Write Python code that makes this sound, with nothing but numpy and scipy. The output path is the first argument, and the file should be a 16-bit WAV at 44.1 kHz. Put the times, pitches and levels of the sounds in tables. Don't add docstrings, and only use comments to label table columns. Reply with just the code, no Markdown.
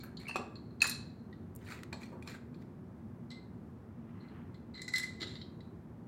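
import sys
import numpy as np
from scipy import signal
from scipy.fft import rfft, irfft, next_fast_len
from scipy.io import wavfile
from scipy.ndimage import uniform_filter1d, map_coordinates

SR = 44100
rng = np.random.default_rng(int(sys.argv[2]) if len(sys.argv) > 2 else 0)


def output_pcm(signal):
    pcm = np.clip(np.atleast_2d(signal).T, -1, 1) * 32767
    wavfile.write(sys.argv[1], SR, np.round(pcm).astype(np.int16))


N = 267995
T = np.arange(SR // 8) / SR


def amp(db):
    return 10 ** (np.asarray(db) / 20)


def unit(x):
    return x / np.sqrt(np.mean(x ** 2) + 1e-20)


def unit_peak(x):
    return x / np.sqrt(uniform_filter1d(x ** 2, size=88, mode="constant").max() + 1e-20)


def along(points, hz):
    f, v = np.transpose(points)
    return np.interp(np.log(hz + 1), np.log(f + 1), v)


def filtered(x, response):
    size = next_fast_len(len(x) + 4096)
    return irfft(rfft(x, size) * response(np.fft.rfftfreq(size, 1 / SR)), size)[:len(x)]


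def coloured(x, spectrum):
    return unit(filtered(x, lambda hz: amp(along(spectrum, hz))))


def wobble(rate, count=N):
    knots = rng.standard_normal(int(count * rate / SR) + 4)
    return map_coordinates(knots, [np.arange(count) * rate / SR], order=2)


def add(track, s, x):
    i = max(0, round(s * SR))
    track[i:i + len(x)] += x[:len(track) - i]


def grains(count, rate):
    return (rng.random(count) < rate / SR) * rng.standard_normal(count)


def onset(rise_s):
    return 1 - np.exp(-(T / rise_s) ** 2)


def crack(spectrum, t60):
    burst = rng.standard_normal(len(T)) * amp(-60 * T / t60)
    return unit_peak(coloured(burst, spectrum) * onset(0.00042))


def room(x, early_db=-3, early_t60=0.046):
    # frequency_hz, t60_s
    decay_times = [(200, 0.75), (1000, 0.53), (4000, 0.37), (8000, 0.33), (15000, 0.07)]
    hz, t, spectra = signal.stft(rng.standard_normal(SR // 3), SR, nperseg=256)
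    decay = amp(-60 * t / along(decay_times, hz)[:, None])
    tail = signal.istft(spectra * decay, SR, nperseg=256)[1]
    t = np.arange(len(tail)) / SR
    tail *= 1 - np.exp(-t / 0.0028)
    early = grains(len(t), rate=900) * amp(-60 * t / early_t60) * (t > .003)
    response = tail / np.linalg.norm(tail) + amp(early_db) * early / np.linalg.norm(early)
    return signal.fftconvolve(x, response)


def in_room(x, wet_db):
    echo = amp(wet_db) * room(x)
    return echo + np.pad(x, (0, len(echo) - len(x)))


def background():
    # frequency_hz, density_db
    rumble_spectrum = [(25, -49), (38, -32), (50, -20.5), (70, -5), (96, 0), (135, -3.5), (160, -0.5),
                       (195, -3.5), (228, 0.5), (275, -8), (340, -10.5), (450, -19), (800, -57.5)]
    hiss_spectrum = [(190, -33), (330, -8), (364, -2), (388, -8.5), (537, -12.5), (1050, -18), (1730, -26),
                     (2140, -31), (2910, -38.5), (10500, -52.5), (16000, -55.5)]
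    # frequency_hz, level_db
    harmonics = [(120, -61.5), (240.5, -56), (360.3, -69.5)]
    t = np.arange(N) / SR
    rumble = amp(-49.5 + .7 * wobble(5)) * coloured(rng.standard_normal(N), rumble_spectrum)
    hiss = amp(-61.0) * coloured(rng.standard_normal(N), hiss_spectrum)
    hum = sum(amp(db + 1.2 * wobble(3)) * np.sin(2 * np.pi * hz * t + .5 * wobble(5.8))
              for hz, db in harmonics)
    return rumble + hiss + hum


def brush(loudest_s=4.31, peak_db=-63, fade_db_per_s=46):
    # frequency_hz, density_db
    spectrum = [(300, -19), (900, 6.5), (2000, -0.5), (3000, -7.5), (4000, -20.5), (8000, -34)]
    away_s = np.abs(np.arange(N) / SR - loudest_s)
    envelope = amp(peak_db - fade_db_per_s * away_s + 1.75 * wobble(24.95))
    return envelope * coloured(grains(N, rate=5200), spectrum)


def bumps():
    # start_s, level_db, pitch_ratio, t60_s
    events = [(0.035, -49, 2.27, 0.019), (0.358, -36.5, 1.16, 0.041), (1.928, -47.5, 1.38, 0.038),
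              (2.118, -52, 1.3, 0.2), (5.215, -42.5, 0.52, 0.13)]
    # frequency_hz, density_db
    spectrum = [(40, -36), (220, 0), (420, -2), (700, -1), (1200, -16), (3000, -43)]
    out = np.zeros(N)
    for s, db, pitch, t60 in events:
        colour = [(hz * pitch, level) for hz, level in spectrum]
        add(out, s, in_room(amp(db) * crack(colour, t60), wet_db=-1.0))
    return out


def snaps():
    # start_s, level_db, low_corner_hz, reverb_db
    events = [(0.036, -48, 14100, 1.5), (.044, -60.5, 13000, -15), (1.5509, -53.5, 10200, -25.5),
              (1.5609, -46, 9800, -16), (1.8331, -43.5, 1184, -16.5)]
    out = np.zeros(N)
    for s, db, low_hz, wet_db in events:
        colour = [(low_hz / 10, -30), (low_hz * 0.49, -19), (low_hz, 0),
                  (low_hz * 2, -1), (low_hz * 10, -16)]
        add(out, s, in_room(amp(db) * crack(colour, t60=0.014), wet_db))
    return out


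def patchy(x, depth_db):
    spectra = signal.stft(x, nperseg=256)[2]
    field = uniform_filter1d(rng.standard_normal(spectra.shape), size=3, axis=0)
    field = uniform_filter1d(field, size=4, axis=1)
    return unit(signal.istft(spectra * amp(depth_db * unit(field)), nperseg=256)[1][:len(x)])


def slides(depth_db=24, grit_db=-1.5):
    # start_s, loudest_s, end_s, level_db
    strokes = [(.19, 0.197, .38, -59), (1.575, 1.714, 1.84, -49.5), (1.97, 2.026, 2.14, -55),
               (2.246, 2.3, 2.38, -49), (2.299, 2.354, 2.39, -54.5), (2.58, 2.626, 2.63, -66)]
    # frequency_hz, density_db
    spectrum = [(250, -6.5), (1400, -4.5), (2050, 0), (2400, -2), (2900, -13), (4300, -9), (5400, -18),
                (6800, -16.5), (7500, -14.5), (8300, -20.5), (9300, -18), (10300, -27.5), (12400, -22),
                (16000, -26.5)]
    out = np.zeros(N)
    for start, loudest, end, db in strokes:
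        t = np.arange(start, end, 1 / SR)
        away = np.interp(t, [start, loudest, end], [1, 0, 1])
        friction = grains(len(t), rate=3600) * amp(grit_db * wobble(130, count=len(t)))
        stroke = patchy(coloured(friction, spectrum), depth_db=4.5)
        add(out, start, in_room(amp(db - depth_db * away) * stroke, wet_db=-9))
    return out


def knock(hz):
    # frequency_ratio, density_db
    spectrum = [(.03, -51), (.2, -24), (.45, -14.5), (.75, -5.5), (1, -1.5), (1.25, -2.5), (1.7, -14.5),
                (3, -28.5), (8, -65.5)]
    return crack([(ratio * hz, db) for ratio, db in spectrum], t60=0.035)


def jolts():
    # start_s, level_db, pitch_hz
    events = [(.292, -43, 930), (.3575, -29, 1110), (0.8257, -35.5, 1540), (0.842, -32, 1540),
              (.855, -35, 1530), (1.666, -56, 1860), (1.703, -50, 1520), (1.721, -43, 1480),
              (1.926, -46, 1510), (2.274, -52.5, 1180), (5.229, -49.5, 1630)]
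    out = np.zeros(N)
    for s, db, hz in events:
        add(out, s, in_room(amp(db) * knock(hz), wet_db=-9))
    return out


def ring(modes, pitch):
    out = np.zeros(len(T))
    for hz, db, t60 in modes:
        envelope = amp(db + 2 * rng.normal() - 60 * T / t60)
        polarity = rng.choice([-1, 1])
        mode_hz = hz * pitch * (1 + 0.005 * rng.normal())
        out += envelope * polarity * np.sin(2 * np.pi * mode_hz * T)
    return out


def struck(modes, pitch, spectrum, rise_s, noise_db, noise_t60):
    response = unit_peak(ring(modes, pitch)) + amp(noise_db) * crack(spectrum, noise_t60)
    return unit_peak(response * onset(rise_s))


def by_hardness(values, hardness):
    return np.interp(hardness, np.linspace(0, 1, len(values)), values)


def contact(s, hardness, knock_hz=1670, bead_spread=0.027):
    # start_s, hollow_hz, hollow_t60_s, wall_pitch_ratio, tick_pitch_ratio, wall_noise_db
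    grips = [(0, 2290, 0.022, 1.01, 0.96, -1.5), (.274, 2710, 0.026, 1.04, 1.23, -8),
             (.33, 2576, 0.053, 1.4, 1.02, 14), (.5, 2607, .036, 1, .99, -9.5),
             (1.2, 1940, 0.042, 0.87, 1.43, 7), (1.6, 2430, 0.019, 1.03, 1.02, 4.5),
             (3, 2075, 0.15, .98, 1.06, 2), (4.7, 2051, 0.077, .97, 1.036, -5.5),
             (5.15, 2040, 0.015, .95, .98, 10)]
    # frequency_ratio, level_db
    hollow_pair = [(0.99, 1.5), (.96, -12.5)]
    # frequency_hz, level_db, t60_s
    wall_modes = [(3962, -3.5, 0.027), (4100, -4.5, 0.038), (4220, -3, 0.062), (4353, -9, .045),
                  (4607, -4.5, .02)]
    tick_modes = [(7160, 0, .025), (7400, 1, 0.033), (7590, -7.5, 0.049)]
    sparkle_modes = [(9440, -1, .025), (9920, -4.5, 0.012), (11280, -7, .025), (13400, -8.5, .02),
                     (14050, -7.5, .02)]
    # frequency_hz, density_db
    hollow_noise = [(700, -49), (1700, 7), (2600, -8.5), (3200, -6.5), (6000, -45)]
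    wall_noise = [(1800, -42.5), (3200, -1), (4200, 6.5), (5200, -12), (8000, -50)]
    tick_noise = [(3000, -35), (5100, 7), (6200, 1.5), (7200, 0.5), (8000, -6), (9000, -10), (11000, -36.5),
                  (15000, -50)]
    sparkle_noise = [(6500, -36), (8600, 6.5), (9500, 4), (10200, -5), (11400, -2), (12500, -5.5),
                     (13800, -1.5), (16000, -9)]
    grip = grips[sum(row[0] <= s for row in grips[1:])]
    _, hollow_hz, hollow_t60, wall_pitch, tick_pitch, wall_noise_db = grip
    hollow_modes = [(ratio * hollow_hz, db, hollow_t60) for ratio, db in hollow_pair]
    rise_s = by_hardness((.0028, .0019, .001), hardness)
    wall_noise_db += by_hardness((-8, -1, 3), hardness)
    bead_pitch = 1 + bead_spread * rng.normal()
    tick_pitch *= np.sqrt(bead_pitch)
    thud = unit_peak(knock(knock_hz) * onset(rise_s))
    hollow = struck(hollow_modes, 1.0, hollow_noise, rise_s, noise_db=-14.5, noise_t60=.014)
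    wall = struck(wall_modes, wall_pitch, wall_noise, rise_s, noise_db=wall_noise_db, noise_t60=.028)
    tick = struck(tick_modes, tick_pitch, tick_noise, rise_s / 2, noise_db=2.5, noise_t60=.018)
    sparkle = struck(sparkle_modes, bead_pitch, sparkle_noise, rise_s / 2, noise_db=-0.5, noise_t60=.016)
    return np.array([thud, hollow, wall, tick, sparkle])


def voice_gains(db, hardness, hollow_db):
    knock_db = -9.5 + .4 * hollow_db
    tick_db = by_hardness((-27.5, -3.5, 2), hardness)
    sparkle_db = by_hardness((-45.5, -17, 10.5), hardness)
    return amp(db + np.array([knock_db, hollow_db, 0, tick_db, sparkle_db]))


def tumbles(beads=3, contacts_per_s=690, rise_db=8, fade_db=27):
    # start_s, busiest_s, end_s, strength_db, hardness, hollow_over_wall_db
    runs = [(0, -0.016, .1, -51, 0.34, -8), (.274, 0.283, .45, -56.5, 0.5, 14),
            (0.821, 0.885, .97, -43, 0.4, -7), (0.918, 0.993, 1.27, -58, 0.19, -13),
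            (3.301, 3.311, 3.47, -56.5, 0.14, -2.5), (4.188, 4.215, 4.3, -68, 0, 2),
            (4.737, 4.775, 4.93, -51, 0.21, -1), (4.92, 4.989, 5.12, -48, .65, 8.5),
            (5.023, 5.13, 5.32, -61, 0.37, 1.5), (5.198, 5.212, 5.42, -43.5, 0.32, -5.5)]
    out = np.zeros(N)
    for start, busiest, end, db, hardness, hollow_db in runs:
        t = np.arange(start, end, 1 / SR)
        swell = amp(np.interp(t, [start, busiest, end], [-rise_db, 0, -fade_db]))
        forces = [grains(len(t), rate=contacts_per_s / beads) * swell for _ in range(beads)]
        voices = sum(signal.fftconvolve(force[None], contact(start, hardness), axes=1)
                     for force in forces)
        gains = voice_gains(db, hardness, hollow_db)
        run = sum(gain * voice / np.linalg.norm(voice) for gain, voice in zip(gains, voices))
        add(out, start, in_room(amp(-2.5) * np.linalg.norm(swell) * run, wet_db=-7.5))
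    return out


def clinks():
    # start_s, strength_db, hardness, hollow_over_wall_db
    impacts = [(.169, -46, 0.2, -33), (0.2542, -71, .3, 21), (.267, -60.5, 0.3, 17.5),
               (.283, -54.5, .8, 13), (.292, -55, 0.66, 10), (0.309, -64, 0.3, 26), (0.344, -60, .58, 17),
               (0.3574, -44.5, 0.61, 6), (.3655, -52, 0.7, 14.5), (.554, -50.5, 0.17, -14),
               (.705, -66, 0, -15), (.804, -39, .22, -14), (0.8177, -29.5, .7, 12), (0.8271, -46.5, .95, 8),
               (0.842, -49.5, 0.9, -2), (.867, -40, .72, -5), (.874, -48, 1, -5), (0.8956, -42, 0.95, -12),
               (.911, -39, .35, -22), (.946, -45.5, .35, -19), (1.326, -61, 0.1, 7), (1.668, -69, .4, 13),
               (1.721, -54.5, .5, 7), (1.928, -48.5, 0.57, 6.5), (2.031, -55.5, 0.36, 5),
               (2.224, -63.5, 0.76, 14), (2.274, -49, 0.62, 2), (2.542, -63.5, 0.28, -1),
               (3.303, -50, 0.34, -14), (3.314, -51, 0.4, -10.5), (4.283, -65.5, 0, -5),
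               (4.543, -64, 0.37, -2), (4.743, -55.5, 0.02, -4), (4.774, -50, 0, -3),
               (4.817, -44, 0.64, -2), (4.879, -45, .54, 5), (4.887, -45, 0.48, -1),
               (4.9366, -37.5, 0.41, 6.5), (4.952, -46, 0.2, 14), (4.9587, -36, .56, -22),
               (4.968, -51, .42, 18), (4.9817, -42.5, .82, 0), (4.9965, -44, 0.7, 7),
               (5.035, -55.5, 0.7, 16), (5.055, -58, 0.55, 13.5), (5.206, -49, .25, 2.5),
               (5.2154, -40.5, .3, -4.5), (5.228, -40, 0.04, -4), (5.353, -46.5, .12, -8.5),
               (5.413, -47, 0.1, -10.5), (5.6046, -58.5, 0.15, -3)]
    out = np.zeros(N)
    for s, db, hardness, hollow_db in impacts:
        gains = voice_gains(db, hardness, hollow_db)
        thud, hollow, wall, tick, sparkle = gains[:, None] * contact(s, hardness)
        clink = wall + tick + sparkle
        add(out, s, thud + hollow + clink)
        add(out, s, room(amp(-6.5) * thud + amp(-14) * hollow + amp(-5.0) * clink))
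    return out


def scene():
    return (clinks() + tumbles() + jolts() + slides() + snaps() + bumps() + brush() + background())[None]


def record(dry):
    cutoff_hz = 15950
    return np.array([filtered(channel, lambda hz: hz < cutoff_hz) for channel in dry])


dry = scene()
out = record(dry)
output_pcm(out)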